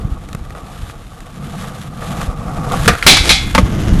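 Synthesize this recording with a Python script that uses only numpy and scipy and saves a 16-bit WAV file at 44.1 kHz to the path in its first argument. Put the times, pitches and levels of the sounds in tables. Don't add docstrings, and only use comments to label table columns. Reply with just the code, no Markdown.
import sys
import numpy as np
from scipy import signal
from scipy.fft import rfft, irfft, next_fast_len
from scipy.io import wavfile
from scipy.ndimage import map_coordinates

SR = 44100
rng = np.random.default_rng(int(sys.argv[2]) if len(sys.argv) > 2 else 0)


def generate_wav(sig):
    pcm = np.round(np.clip(np.atleast_2d(sig).T, -1, 1) * 32767).astype(np.int16)
    wavfile.write(sys.argv[1], SR, pcm)


N = 176400

# (time [s], level [dB])
ROLL_LEVEL = [(0,-37),(.45,-42.5),(.56,-38),(.88,-39.5),(1.0,-41),(1.28,-42),(1.64,-32),(1.9,-39),(2.06,-27.5),(2.23,-28.5),(2.36,-32.5),(2.62,-25.5),(2.73,-20.5),(2.87,-32.5),(2.96,-33.5),(3.1,-28),(3.54,-43),(3.6,-36),(4,-31)]
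# (frequency [Hz], density [dB])
ROLL_SPECTRUM = [(100,6.5),(270,-5.5),(400,-6.5),(480,7.5),(580,-1.5),(690,6),(840,2.5),(1010,-8.5),(1140,6.5),(1270,3),(1430,-6),(1650,-17.5),(1880,-15.5),(2500,-16),(3500,-35),(5000,-23.5),(12000,-31),(14000,-85)]
# (time [s], level [dB])
GRIT_LEVEL = [(0,-46.5),(.47,-47.5),(.55,-44.5),(.87,-41),(.95,-46.5),(1.3,-45.5),(1.5,-41.5),(1.64,-32.5),(1.73,-41.5),(1.83,-35),(1.89,-46.5),(2.0,-40.5),(2.08,-34),(2.17,-35),(2.24,-31.5),(2.29,-46.5),(2.66,-39.5),(2.75,-28.5),(2.87,-28.5),(3.0,-32.5),(3.54,-33.5),(3.72,-36),(4,-36)]
# (frequency [Hz], density [dB])
GRIT_SPECTRUM = [(500,-1),(1600,9),(2200,3),(3600,4.5),(4800,-3),(6000,-3.5),(6900,-2),(8000,-4),(12500,-5),(13100,-55),(20000,-100)]
# (time [s], level [dB])
DRONE_LEVEL = [(0,-34.5),(1.27,-42),(1.4,-27),(1.9,-32.5),(2.1,-25),(2.35,-29.5),(2.6,-21.5),(2.87,-22),(2.98,-47),(3.54,-32),(3.62,-23.5),(4,-16)]
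# (frequency [Hz], density [dB])
DRONE_SPECTRUM = [(40,-42),(110,-6),(145,-0.5),(200,-3),(270,-15),(450,-29),(2000,-84)]
# (time [s], level [dB])
WHIRR_LEVEL = [(3.55,-74),(3.6,-29.5),(3.8,-29),(3.88,-23),(4,-27)]
# (frequency [Hz], density [dB])
WHIRR_SPECTRUM = [(150,1),(320,17.5),(520,7),(650,8.5),(1000,-17),(1200,-7),(1450,-1),(1850,-5.5),(2060,-1.5),(2400,-7.5),(2950,-3),(4300,-16),(6000,-10),(6750,-11),(7800,-24),(12000,-35),(14000,-70)]
# (time [s], level [dB], relative click [dB])
BUMPS = [(0.288,-29,-0.5),(0.33,-26.5,1.5),(.349,-21.5,-1.5),(0.5057,-27,-6),(.551,-24.5,-13),(0.898,-25.5,-10),(1.2049,-43,14),(1.643,-23,-14),(2.024,-21,-25),(2.215,-29,7),(2.72,-23,7.5),(2.838,-40,-6),(2.859,-13.5,-7),(2.935,-13,-13),(2.952,-17,-4)]

# (time [s], level [dB], relative crack [dB])
POP_HITS = [(2.8781,0,2),(2.886,-7,-7)]
# (time [s], level [dB], relative crack [dB])
LANDING_HITS = [(3.549,-3.5,-3.5),(3.553,-5.5,-21),(3.5798,1,-20.5),(3.5838,-7.5,-5)]
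# (frequency [Hz], level [dB], t60 [s])
FREE_DECK_MODES = [(210,-9,.13),(300,-9,.09),(475,0,.1),(710,-7,.09),(1190,-2,.09),(1270,-4,.12),(1425,-6,.12),(1680,-8,.1),(1885,-5,.09),(2460,-6,.07),(2595,-10,.08),(3480,-11,.08)]
# (frequency [Hz], level [dB], t60 [s])
LOADED_DECK_MODES = [(185,-4,.16),(245,-7,.12),(510,-3,.06),(590,-2,.06),(690,-7,.04),(890,-2,.07),(1110,0,.05),(1230,1,.04),(1500,-7,.035),(2060,-3,.04),(2280,-7,.03),(3250,-13,.025)]
# (frequency [Hz], level [dB], t60 [s])
TRUCK_MODES = [(1380,-9,0.05),(1830,-4,.012),(2080,4,0.01),(2440,-4.5,0.024),(3220,-8,0.023),(4530,-10,0.015),(5440,-18,.012)]
# (frequency [Hz], density [dB])
PLY_SPECTRUM = [(50,-9),(120,12),(230,5),(360,-5),(485,3),(620,-11),(750,4.5),(1000,-13),(1250,-2.5),(1850,-4),(2200,-7),(2500,-7.5),(3500,-15.5),(6000,-15),(12000,-41)]
# (frequency [Hz], t60 [s])
PLY_DECAY = [(150,.17),(500,0.1),(1000,0.17),(1400,0.28),(2200,.16),(5000,0.13)]
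# (frequency [Hz], density [dB])
CRACK_SPECTRUM = [(200,-10),(1000,3),(1400,9.5),(3500,3.5),(7000,-5.5),(11800,-9.5),(12800,-38),(20000,-60)]

# (time [s], ring [dB], deck knock [dB], crack [dB])
RAIL_HITS = [(3.0652,5,2,3),(3.078,1.5,-6,-1.5),(3.112,-8.5,-15.5,-20),(3.169,-12,-22,-10),(3.292,-3,-25,-13.5),(3.305,-7.5,-7,-11)]
# (frequency [Hz], level [dB], t60 [s])
RAIL_MODES = [(770,-12,.4),(872,-17,.6),(1215,-10,.35),(2108,0,.55),(2247,-1,.38),(2300,-4,.38),(2462,0,.45),(2602,-6,.48),(3149,-3,.35),(3321,-1,.52),(3402,-1,.62),(3468,-1,.58),(3536,0,.4),(3744,-3,.35),(3887,-1,.38),(3963,-2,.36),(4046,-1,.4),(4143,-3,.35),(4281,-4,.35),(4544,-6,.3),(4791,-7,.3),(4927,-4,.3)]
# (frequency [Hz], density [dB])
SHIMMER_SPECTRUM = [(150,0),(500,-18),(800,-3),(1000,-20),(1250,-10.5),(1880,-10.5),(2200,1.5),(2800,-4),(3800,3.5),(5000,-3),(7000,-9.5),(11600,-15),(12400,-39),(20000,-70)]
# (frequency [Hz], t60 [s])
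SHIMMER_DECAY = [(400,0.26),(1500,0.37),(3500,0.29),(7000,0.31),(12000,0.19)]
# (time [s], relative level [dB])
GRIND_LEVEL = [(3.06,-72),(3.07,-9.5),(3.15,-24.5),(3.185,-38),(3.205,-31),(3.26,-24),(3.31,-19.5),(3.34,-60)]
# (frequency [Hz], density [dB])
GRIND_SPECTRUM = [(100,-18),(300,4.5),(1200,-11),(1800,-7.5),(3800,-8),(6000,-12),(11800,-18),(12800,-44),(20000,-70)]

# (time [s], level [dB])
WIND_LEVEL = [(0,-23),(.2,-29),(.5,-31),(1.2,-35.5),(2.0,-32.5),(2.3,-27),(2.7,-27),(2.91,-14),(2.99,-34),(3.08,-20),(3.2,-18),(3.5,-18.5),(3.66,-17),(3.8,-17),(3.87,-9.5),(4,-12)]
# (frequency [Hz], density [dB])
WIND_SPECTRUM = [(8,-28.5),(28,5),(70,0),(120,-4),(200,-12),(320,-14.5),(550,-34.5),(1200,-31.5),(5000,-64),(14000,-110)]
# (time [s], peak [dB], half width [s])
WIND_BUFFETS = [(0.053,-7,0.0022),(0.125,-9.5,0.0047),(0.352,-12,0.0019),(0.418,-16.5,0.0066),(.835,-14.5,0.0037),(2.291,-7,0.0043),(2.872,-2.5,0.0018),(3.062,-8.5,.003),(3.212,-3.5,.004),(3.635,0.5,.003),(3.929,-3,0.0038)]
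# (frequency [Hz], t60 [s])
HOUSE_DECAY = [(200,0.14),(1400,0.9),(5000,0.27),(12000,0.27)]
# (frequency [Hz], gain [dB])
TREBLE_ROLLOFF = [(12000,0),(12700,-4),(15500,-8)]


def wheels():
    roll = coloured(grains(rate_hz=6000, spread_db=1), ROLL_SPECTRUM) * flutter(2.1, rate_hz=39)
    grit = coloured(grains(rate_hz=7000, spread_db=2), GRIT_SPECTRUM) * flutter(2, rate_hz=70)
    drone = noise(DRONE_SPECTRUM, N)
    whirr = coloured(grains(rate_hz=3000, spread_db=3), WHIRR_SPECTRUM) * flutter(2.5, rate_hz=35)
    return (roll * level(ROLL_LEVEL) + grit * level(GRIT_LEVEL)
            + drone * level(DRONE_LEVEL) + whirr * level(WHIRR_LEVEL))


def tail_pop():
    out = np.zeros(N)
    for time_s, level_db, crack_db in POP_HITS:
        deck = amp(-3) * (ring(FREE_DECK_MODES) + dense_modes(PLY_SPECTRUM, PLY_DECAY))
        add(out, time_s, amp(level_db) * (deck + amp(crack_db) * crack(t60_s=0.06)))
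    return out


def rail_grind():
    scrape = coloured(grains(rate_hz=4600, spread_db=0.5), GRIND_SPECTRUM) * flutter(2.7, rate_hz=100)
    out = amp(3) * scrape * level(GRIND_LEVEL)
    for time_s, ring_db, knock_db, crack_db in RAIL_HITS:
        shimmer = dense_modes(SHIMMER_SPECTRUM, SHIMMER_DECAY)
        steel = amp(-9.5) * ring(RAIL_MODES) + amp(-1.5) * shimmer
        knock = amp(knock_db) * ring(LOADED_DECK_MODES)
        add(out, time_s, amp(ring_db) * steel + knock + amp(crack_db) * crack(t60_s=0.093))
    return out


def landing():
    out = np.zeros(N)
    for time_s, level_db, crack_db in LANDING_HITS:
        clatter = amp(-9) * dense_modes(PLY_SPECTRUM, PLY_DECAY) * fade(t60_s=0.096)
        deck = ring(LOADED_DECK_MODES) + clatter
        add(out, time_s, amp(level_db) * (deck + amp(crack_db) * crack(t60_s=0.073)))
    return out


def truck_clack(time_s=3.0262):
    out = np.zeros(N)
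    add(out, time_s, amp(-3) * (ring(TRUCK_MODES) + amp(-17) * crack(t60_s=0.14)))
    return out


def wheel_ticks():
    out = np.zeros(N)
    for time_s, level_db, click_db in BUMPS:
        click = noise(GRIT_SPECTRUM) * fade(t60_s=0.017)
        tap = ring(FREE_DECK_MODES, t60_scale=0.22)
        add(out, time_s, amp(level_db) * (tap + amp(click_db) * click))
    return out


def wind():
    out = unit_rms(noise(WIND_SPECTRUM, N) * flutter(0.83, rate_hz=21.89)) * level(WIND_LEVEL)
    for time_s, peak_db, half_width_s in WIND_BUFFETS:
        offset = (np.arange(N) / SR - time_s) / half_width_s
        out -= amp(peak_db) * (1 - offset ** 2) * np.exp(-offset ** 2 / 2)
    return out


def house_echo(x, delay_s=0.041):
    tail = damped(rng.standard_normal(SR // 2), HOUSE_DECAY)
    delayed = np.pad(x, (round(delay_s * SR), 0))
    return signal.fftconvolve(delayed, tail / np.linalg.norm(tail))[:N]


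def ring(modes, t60_scale=1):
    t = np.arange(SR) / SR
    freqs_hz, levels_db, t60s_s = np.transpose(modes)
    gains = amp(levels_db + rng.normal(0, 2.1, len(modes))) * rng.choice([-1, 1], len(modes))
    partials = (gain * np.sin(2 * np.pi * hz * t) * fade(t60_s * t60_scale)
                for hz, gain, t60_s in zip(freqs_hz, gains, t60s_s))
    return sum(partials) * np.sqrt(2) / np.linalg.norm(gains)


def dense_modes(spectrum, decay):
    return damped(noise(spectrum), decay)


def crack(t60_s):
    return noise(CRACK_SPECTRUM) * fade(t60_s)


def grains(rate_hz, spread_db):
    impulses = (rng.random(N) < rate_hz / SR) * rng.standard_normal(N)
    return impulses * amp(spread_db * np.minimum(rng.exponential(size=N), np.pi))


def flutter(depth_db, rate_hz):
    knots = rng.standard_normal(int(N * rate_hz / SR) + 4)
    return amp(depth_db * map_coordinates(knots, [np.arange(N) * rate_hz / SR]))


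def noise(spectrum, samples=SR):
    return coloured(rng.standard_normal(samples), spectrum)


def coloured(x, spectrum):
    return unit_rms(filtered(x, lambda hz: amp(at_hz(spectrum, hz))))


def filtered(x, response):
    size = next_fast_len(len(x) + SR // 10)
    return irfft(rfft(x, size) * response(np.fft.rfftfreq(size, 1 / SR)), size)[:len(x)]


def damped(x, decay):
    hz, time_s, bins = signal.stft(x, SR, nperseg=256)
    gains = amp(-60 * time_s / at_hz(decay, hz)[:, None])
    return signal.istft(bins * gains, SR)[1][:len(x)]


def fade(t60_s):
    return amp(-60 * np.arange(SR) / SR / t60_s)


def level(points):
    return amp(np.interp(np.arange(N) / SR, *np.transpose(points)))


def at_hz(points, hz):
    knots_hz, values = np.transpose(points)
    return np.interp(np.log(hz + 1), np.log(knots_hz + 1), values)


def amp(db):
    return 10 ** (np.asarray(db) / 20)


def unit_rms(x):
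    return x / np.sqrt(np.mean(x ** 2) + 1e-20)


def add(track, time_s, sound):
    part = track[round(time_s * SR):][:len(sound)]
    part += sound[:len(part)]


def scene():
    knocks = tail_pop() + landing() + truck_clack() + wheel_ticks()
    rail = rail_grind()
    rolling = wheels()
    echo = amp(-24.5) * house_echo(knocks + amp(0.5) * rail)
    return (rolling + knocks + rail + echo + wind())[None]


def record(dry):
    limit_hz = 15700
    clipped = np.clip(dry[0], -1, 1)
    return filtered(clipped, lambda hz: amp(at_hz(TREBLE_ROLLOFF, hz)) / (1 + (hz / limit_hz) ** 120))[None]


dry = scene()
out = record(dry)
generate_wav(out)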